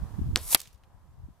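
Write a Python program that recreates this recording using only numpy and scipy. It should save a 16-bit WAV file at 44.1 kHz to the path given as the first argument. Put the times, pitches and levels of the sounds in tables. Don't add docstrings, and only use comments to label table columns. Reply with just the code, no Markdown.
import sys
import numpy as np
from scipy import signal
from scipy.fft import rfft, irfft, next_fast_len
from scipy.io import wavfile
from scipy.ndimage import uniform_filter1d, map_coordinates

SR = 44100
rng = np.random.default_rng(int(sys.argv[2]) if len(sys.argv) > 2 else 0)


def invert_db(level):
    return 10 ** (np.asarray(level, dtype=float) / 20)


def int16_out(signal):
    q = np.round(np.clip(np.atleast_2d(signal).T, -1, 1) * 32767)
    wavfile.write(sys.argv[1], SR, q.astype(np.int16))


N = 61739

SHOT_S, HIT_S = .35948, .54696
DUCK_DB, DEEP_DB = -12, -9


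def unit(x):
    return x / np.sqrt(np.mean(x ** 2) + 1e-20)


def along(points, hz):
    f, v = np.transpose(points)
    return np.interp(np.log(hz + 1), np.log(f + 1), v)


def wobble(rate):
    knots = rng.standard_normal(int(N * rate / SR) + 4)
    return map_coordinates(knots, [np.arange(N) * rate / SR])


def filtered(x, response):
    m = next_fast_len(N + SR // 2)
    return irfft(rfft(x, m) * response(np.fft.rfftfreq(m, 1 / SR)), m)[..., :N]


def ring(peaks):
    def response(f):
        return sum((-1) ** k * invert_db(db) * 1j * f * w / (c * c - f * f + 1j * f * w)
                   for k, (c, w, db) in enumerate(peaks))
    return response


def rush(spectrum, alike):
    mid, side = filtered(rng.standard_normal((2, N)), lambda hz: invert_db(along(spectrum, hz)))
    u = np.arccos(np.clip(alike, -1, 1)) / 2
    return unit(np.array([np.cos(u) * mid + np.sin(u) * side, np.cos(u) * mid - np.sin(u) * side]))


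def swing(t, hz, life):
    v = np.clip(t * hz, 0, 40)
    return np.sin(2 * np.pi * v) * np.exp(-v / life)


def aim(x, pan_db, lag_s):
    ports = x * invert_db([[pan_db / 2], [-pan_db / 2]])
    return filtered(ports, lambda hz: np.exp(1j * np.pi * hz * lag_s * np.array([[1], [-1]])))


def late(pair, lag_s):
    at = np.arange(N) + np.array([[.5], [-.5]]) * lag_s * SR
    return np.array([map_coordinates(v, [a], order=5) for v, a in zip(pair, at)])


def burst(s, db, hz, length, wide):
    size = 4096
    mid, side = rng.standard_normal((2, size))
    colour = ring([(hz, wide * hz, 0)])(np.fft.rfftfreq(size, 1 / SR)) ** 2
    puff = unit(irfft(rfft([mid + 0.19 * side, mid - .33 * side]) * colour))
    u = np.arange(size) / SR / length
    start = round((s - length) * SR)
    return np.pad(invert_db(db) * puff * u * np.exp(1 - u), [(0, 0), (start, N)])[:, :N]


def tail(x, t60s, gap_s, rise_s, alike):
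    noise = rush([(1, 0)], alike)[:, :SR // 2]
    hz, t, z = signal.stft(noise, SR, nperseg=128)
    fade = invert_db(-60 * t / along(t60s, hz)[:, None]) * (1 - np.exp(-t / rise_s))
    h = signal.istft(z * fade, SR, nperseg=128)[1]
    h = h * invert_db(0.65 * wobble(350)[:h.shape[1]])
    delayed = np.pad(x, (round(gap_s * SR), 0))[None]
    return signal.fftconvolve(delayed, h / np.linalg.norm(h[0]), axes=1)[:, :N]


def wind():
    # t/s, level/dB, left minus right/dB
    gusts = [(0.0, -42, 1), (0.054, -45, -13), (0.096, -51, -3.5), (0.144, -48.5, -6), (0.178, -48, -8),
             (0.224, -38, 1), (0.257, -38.5, -8.5), (0.306, -41, 2), (0.339, -38, -10), (0.396, -52, 3),
             (0.536, -52.5, 0), (.6, -63, -1), (0.8, -66.5, 0), (1.05, -61.5, 2), (1.2, -55, 3),
             (1.31, -59.5, 7), (1.342, -72, -3.5), (1.4, -61.5, -8.5)]
    # f/Hz, level per Hz/dB
    rumble = [(12, -32.5), (20, 1.5), (70, 4), (173, -7.5), (273, -16.5), (312, -17.5), (500, -36),
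              (650, -60), (1100, -120)]
    # t/s, peak/dB as heard, f/Hz, port (0 left, 1 right), push 1 or suck -1
    thumps = [(.014, -32, 70, 0, 1), (.032, -27.5, 58.3, 1, 1), (0.055, -30.5, 106, 1, -1),
              (.143, -28, 78, 1, 1), (0.167, -37.5, 50.5, 1, 1), (0.188, -19.5, 141, 1, 1),
              (0.1931, -25.5, 252, 1, 1), (.201, -35.5, 80, 1, 1), (0.216, -21, 215, 0, 1),
              (.221, -18.5, 71.4, 0, -1), (.266, -21.5, 121, 0, 1), (.274, -27.5, 118, 1, 1),
              (.292, -21, 156, 0, 1), (0.303, -22.5, 89, 0, 1), (.324, -30.5, 70.4, 1, 1),
              (.341, -24, 55.5, 1, 1), (.401, -41, 80, 0, 1), (0.414, -34.5, 69.4, 1, 1),
              (0.428, -37, 70.6, 0, 1), (0.456, -37.5, 60, 1, 1), (0.464, -36, 50.3, 0, 1),
              (0.489, -38, 39.5, 1, 1), (.678, -45.5, 125, 0, 1), (.752, -41.5, 60.4, 0, -1),
              (0.948, -41.5, 90, 0, -1), (1.182, -39.5, 100, 0, 1), (1.201, -36, 90, 0, -1),
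              (1.222, -41, 89.8, 0, 1), (1.238, -41, 80.65, 1, -1), (1.242, -31, 74.6, 0, 1),
              (1.258, -36.5, 79.3, 1, 1), (1.288, -38, 218, 0, 1), (1.308, -44, 121.8, 0, 1)]
    s, level_db, pan_db = np.transpose(gusts)
    t = np.arange(N) / SR
    level_db, pan_db = np.interp(t, s, level_db), np.interp(t, s, pan_db)
    lumps = invert_db(3.2 * np.array([wobble(25), wobble(27)]))
    out = unit(lumps * rush(rumble, alike=.1))
    out = out * invert_db(level_db + 5.5 + np.array([[.5], [-.5]]) * pan_db)
    for at, db, hz, port, push in thumps:
        v = (t - at) * hz
        out[round(port)] += np.sign(push) * invert_db(db) * np.cos(2 * np.pi * v) * np.exp(-(v / 0.6) ** 2)
    return out * invert_db(-np.maximum(duck_db(), DUCK_DB + DEEP_DB))


def far_traffic():
    # f/Hz, level per Hz/dB
    road = [(150, -34.5), (250, -10.5), (518, -8), (917, -4), (997, -3.5), (1490, -15), (1640, -13.5),
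            (3000, -37.5), (3900, -55), (6600, -120)]
    # f/Hz, level per Hz/dB
    mic_hiss = [(1180, -31.5), (2000, -5), (3420, -4), (3720, -5), (13600, -9), (15100, -12), (15800, -16)]
    murmur = invert_db(-57.5 + 1.2 * wobble(5.5)) * rush(road, alike=0.66)
    return murmur + invert_db(-65) * rush(mic_hiss, alike=0.12)


def shot():
    # f/Hz, width/Hz, level/dB
    barrel = [(5400, 1600, -6), (9200, 1500, -7)]
    # delay/s, level/dB, f/Hz, length/s
    shot_returns = [
        (.0072, -24.5, 1294, .0003),
        (.0078, -33.5, 4500, .0006),
        (0.0104, -42.5, 2820, .0008),
        (0.0126, -42.5, 8050, 0.0014),
        (0.0137, -30.5, 5900, 0.0008),
        (.0072, -38.5, 8508, 0.0004036),
    ]
    # f/Hz, t60/s
    range_decay = [(250, 0.1203), (700, .15), (2000, 0.33), (12000, .25)]
    shock_s, edge_s, boom_t60 = .000235, .00003, 0.13
    t = np.arange(N) / SR - SHOT_S

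    def bump(at, w):
        return np.exp(-((t - at) / w) ** 2)

    front = bump(0, edge_s) + .8 * bump(shock_s, edge_s)
    front = front - .8 * bump(.68 * shock_s, 1.9 * edge_s)
    crack = invert_db(-.5) * (front + filtered(front, ring(barrel)))
    crack = crack - invert_db(-19) * swing(t + .0007, 680, 0.57)
    returns = sum(burst(SHOT_S + s, db, hz, length, wide=0.24) for s, db, hz, length in shot_returns)
    ground = rush([(120, -22.5), (250, -1), (700, -5.5), (2000, -15), (4000, -39)], alike=0.97)
    boom = invert_db(-33 - 60 * np.clip(t, 0, 1) / boom_t60) * (t > 0) * ground
    diffuse = invert_db(-21) * tail(crack, range_decay, 0.00064, 0.0012, alike=.8)
    return late(aim(crack, -1.5, 0) + returns + boom + diffuse, .00002)


def pellet():
    # f/Hz, level per Hz/dB
    wake_hiss = [(470, -43.5), (800, -11), (1650, -20.5), (1990, -15), (2520, -16.5), (3040, -15),
                 (7360, -6), (10700, -0.5), (15800, -8.5)]
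    # t/s, lag of the right port/s
    bearing = [
        (.36, .00002),
        (.52, .000023),
        (.527, .00003),
        (.533, .00005),
        (.538, -.00001),
    ]
    pass_s, body_s = .531, 0.0039
    miss_s, leave_s = 0.0083, .0045
    t = np.arange(N) / SR - pass_s
    near = 1 / np.hypot(1, t / np.where(t < 0, miss_s, leave_s))
    flying = (t > SHOT_S - pass_s) & (t < HIT_S - pass_s)
    grain_db = 2 * wobble(600) + .6 * wobble(77)
    wake = unit(rush(wake_hiss, alike=0.61) * invert_db(grain_db))
    whoosh = rush([(200, -25.5), (600, 3), (3500, -11.5), (6000, -19.5)], alike=0.98)
    body = invert_db(-13.5) * whoosh * np.exp(-(t / body_s) ** 2)
    lag_s = np.interp(t + pass_s, *np.transpose(bearing))
    passing = invert_db(-21.5) * late(near ** 1.1 * wake + body, lag_s) * flying
    return passing + burst(.5327, -23, 2200, .0003, wide=2)


def hit():
    # t/s, level/dB, f/Hz, length/s, left minus right/dB
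    hit_returns = [(0.595, -27, 3650, 0.0022, 1), (.603, -16.5, 7900, 0.0013, -3.5),
                   (.616, -21.5, 6500, .0015, -1.7), (0.632, -36, 6000, .002, 0),
                   (0.656, -40, 2810, .003, -1), (0.6743, -34.5, 4140, .001, -0.5),
                   (0.6795, -40, 6970, .001, 2), (0.686, -51, 7020, .003, -1),
                   (.73, -43, 8920, .0007, -0.5), (.734, -47.5, 9450, .001, -1.5),
                   (0.744, -51.5, 6000, 0.0014, 2), (0.748, -53, 4000, .0015, -9),
                   (0.757, -56.5, 4500, .002, -1), (0.778, -60, 5000, .002, 0),
                   (.837, -47.5, 1930, .0011, -2), (0.836, -52, 3320, .0007, -3),
                   (.837, -60, 5520, .0006, -2), (.843, -57.5, 2500, .003, 3)]
    # f/Hz, t60/s
    hit_decay = [(300, .3), (800, .35), (2000, 0.38), (4500, 0.32), (10000, .26), (14000, .23)]
    # f/Hz, width/Hz, level/dB
    far_colour = [(6500, 14000, 20)]
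    rip_s, rip_hz, rip_end_hz = .00123, 11530, 3000
    slap_s, slap_hz = .00242, 2600
    rattle_s, rattle_t60, murmur_t60 = .02, .16, 0.39
    t = np.arange(N) / SR - HIT_S
    on = (t >= 0) & (t < rip_s)
    u = np.clip(t / rip_s, 0, 1)
    hz = rip_hz - (rip_hz - rip_end_hz) * np.exp(-((u - .76) / .13) ** 4)
    buzz = np.sin(2 * np.pi * np.cumsum(hz * on) / SR)
    tear = buzz + .5 * rush([(300, -12.5), (2000, -5.5), (6000, -1)], alike=0.18)
    slap = swing(t - slap_s, slap_hz, 0.18) + 0.32 * swing(t - slap_s, 1.7 * slap_hz, 1.8)
    body = -invert_db(-2) * 1.5 * slap
    body = body - invert_db(-17) * swing(t, 1070, .9)
    body = body - invert_db(-23.5) * swing(t, 292, 1.5)
    direct = filtered(invert_db(0.5) * on * tear + body, lambda f: 1j * f / (1j * f + 90))
    loose = rush([(300, -4), (1500, -1.0), (3000, -3.5), (6000, -9.5), (13000, -8.5), (16000, -20.5)],
                 alike=0.18)
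    rattle = invert_db(-19 - 60 * np.clip(t, 0, 1) / rattle_t60) * (t > 0) * (t < rattle_s) * loose
    dull = rush([(200, -20.5), (400, -1), (1100, -1.5), (2000, -19.5)], alike=1.0)
    murmur = invert_db(-37 - 60 * np.clip(t, 0, 1) / murmur_t60) * (t > 0) * dull
    returns = sum(burst(s, db, f, length, wide=0.00031 * f + 0.65) * invert_db([[pan / 2], [-pan / 2]])
                  for s, db, f, length, pan in hit_returns)
    click = filtered(np.arange(N) == round(HIT_S * SR), ring(far_colour))
    diffuse = invert_db(-14.5) * tail(click, hit_decay, 0.0063, .02, alike=0.28)
    return aim(direct, -1.8, .000006) + rattle + murmur + returns + diffuse


def duck_db():
    recover_s, attack_s = 0.12, 0.013
    t = np.clip(np.arange(N) / SR - HIT_S - .004, 0, None)
    return (DUCK_DB + DEEP_DB * np.exp(-t / recover_s)) * (1 - np.exp(-t / attack_s))


def starve(x):
    # above f/Hz, from t/s
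    dropouts = [
        (5300, .5602),
        (2600, .566),
    ]
    end_s, drop_db = .5695, -50
    t = np.arange(N) / SR
    for edge_hz, s in dropouts:
        shut = uniform_filter1d(((t > s) & (t < end_s)) * 1., size=30)
        treble = filtered(x, lambda hz: 1 / (1 + (edge_hz / (hz + 1)) ** 16))
        x = x - (1 - invert_db(drop_db)) * shut * treble
    return x


def scene():
    return wind() + far_traffic() + shot() + pellet() + hit()


def low_pass(x):
    return signal.sosfilt(signal.butter(12, 15900, fs=SR, output="sos"), x)


def record(dry):
    x = filtered(dry * invert_db(duck_db()), lambda hz: 1 / (1 + np.exp((hz - 15700) / 350)))
    clipped = x / (1 + np.abs(x) ** 8) ** (1 / 8)
    return low_pass(starve(clipped))


dry = scene()
out = record(dry)
int16_out(out)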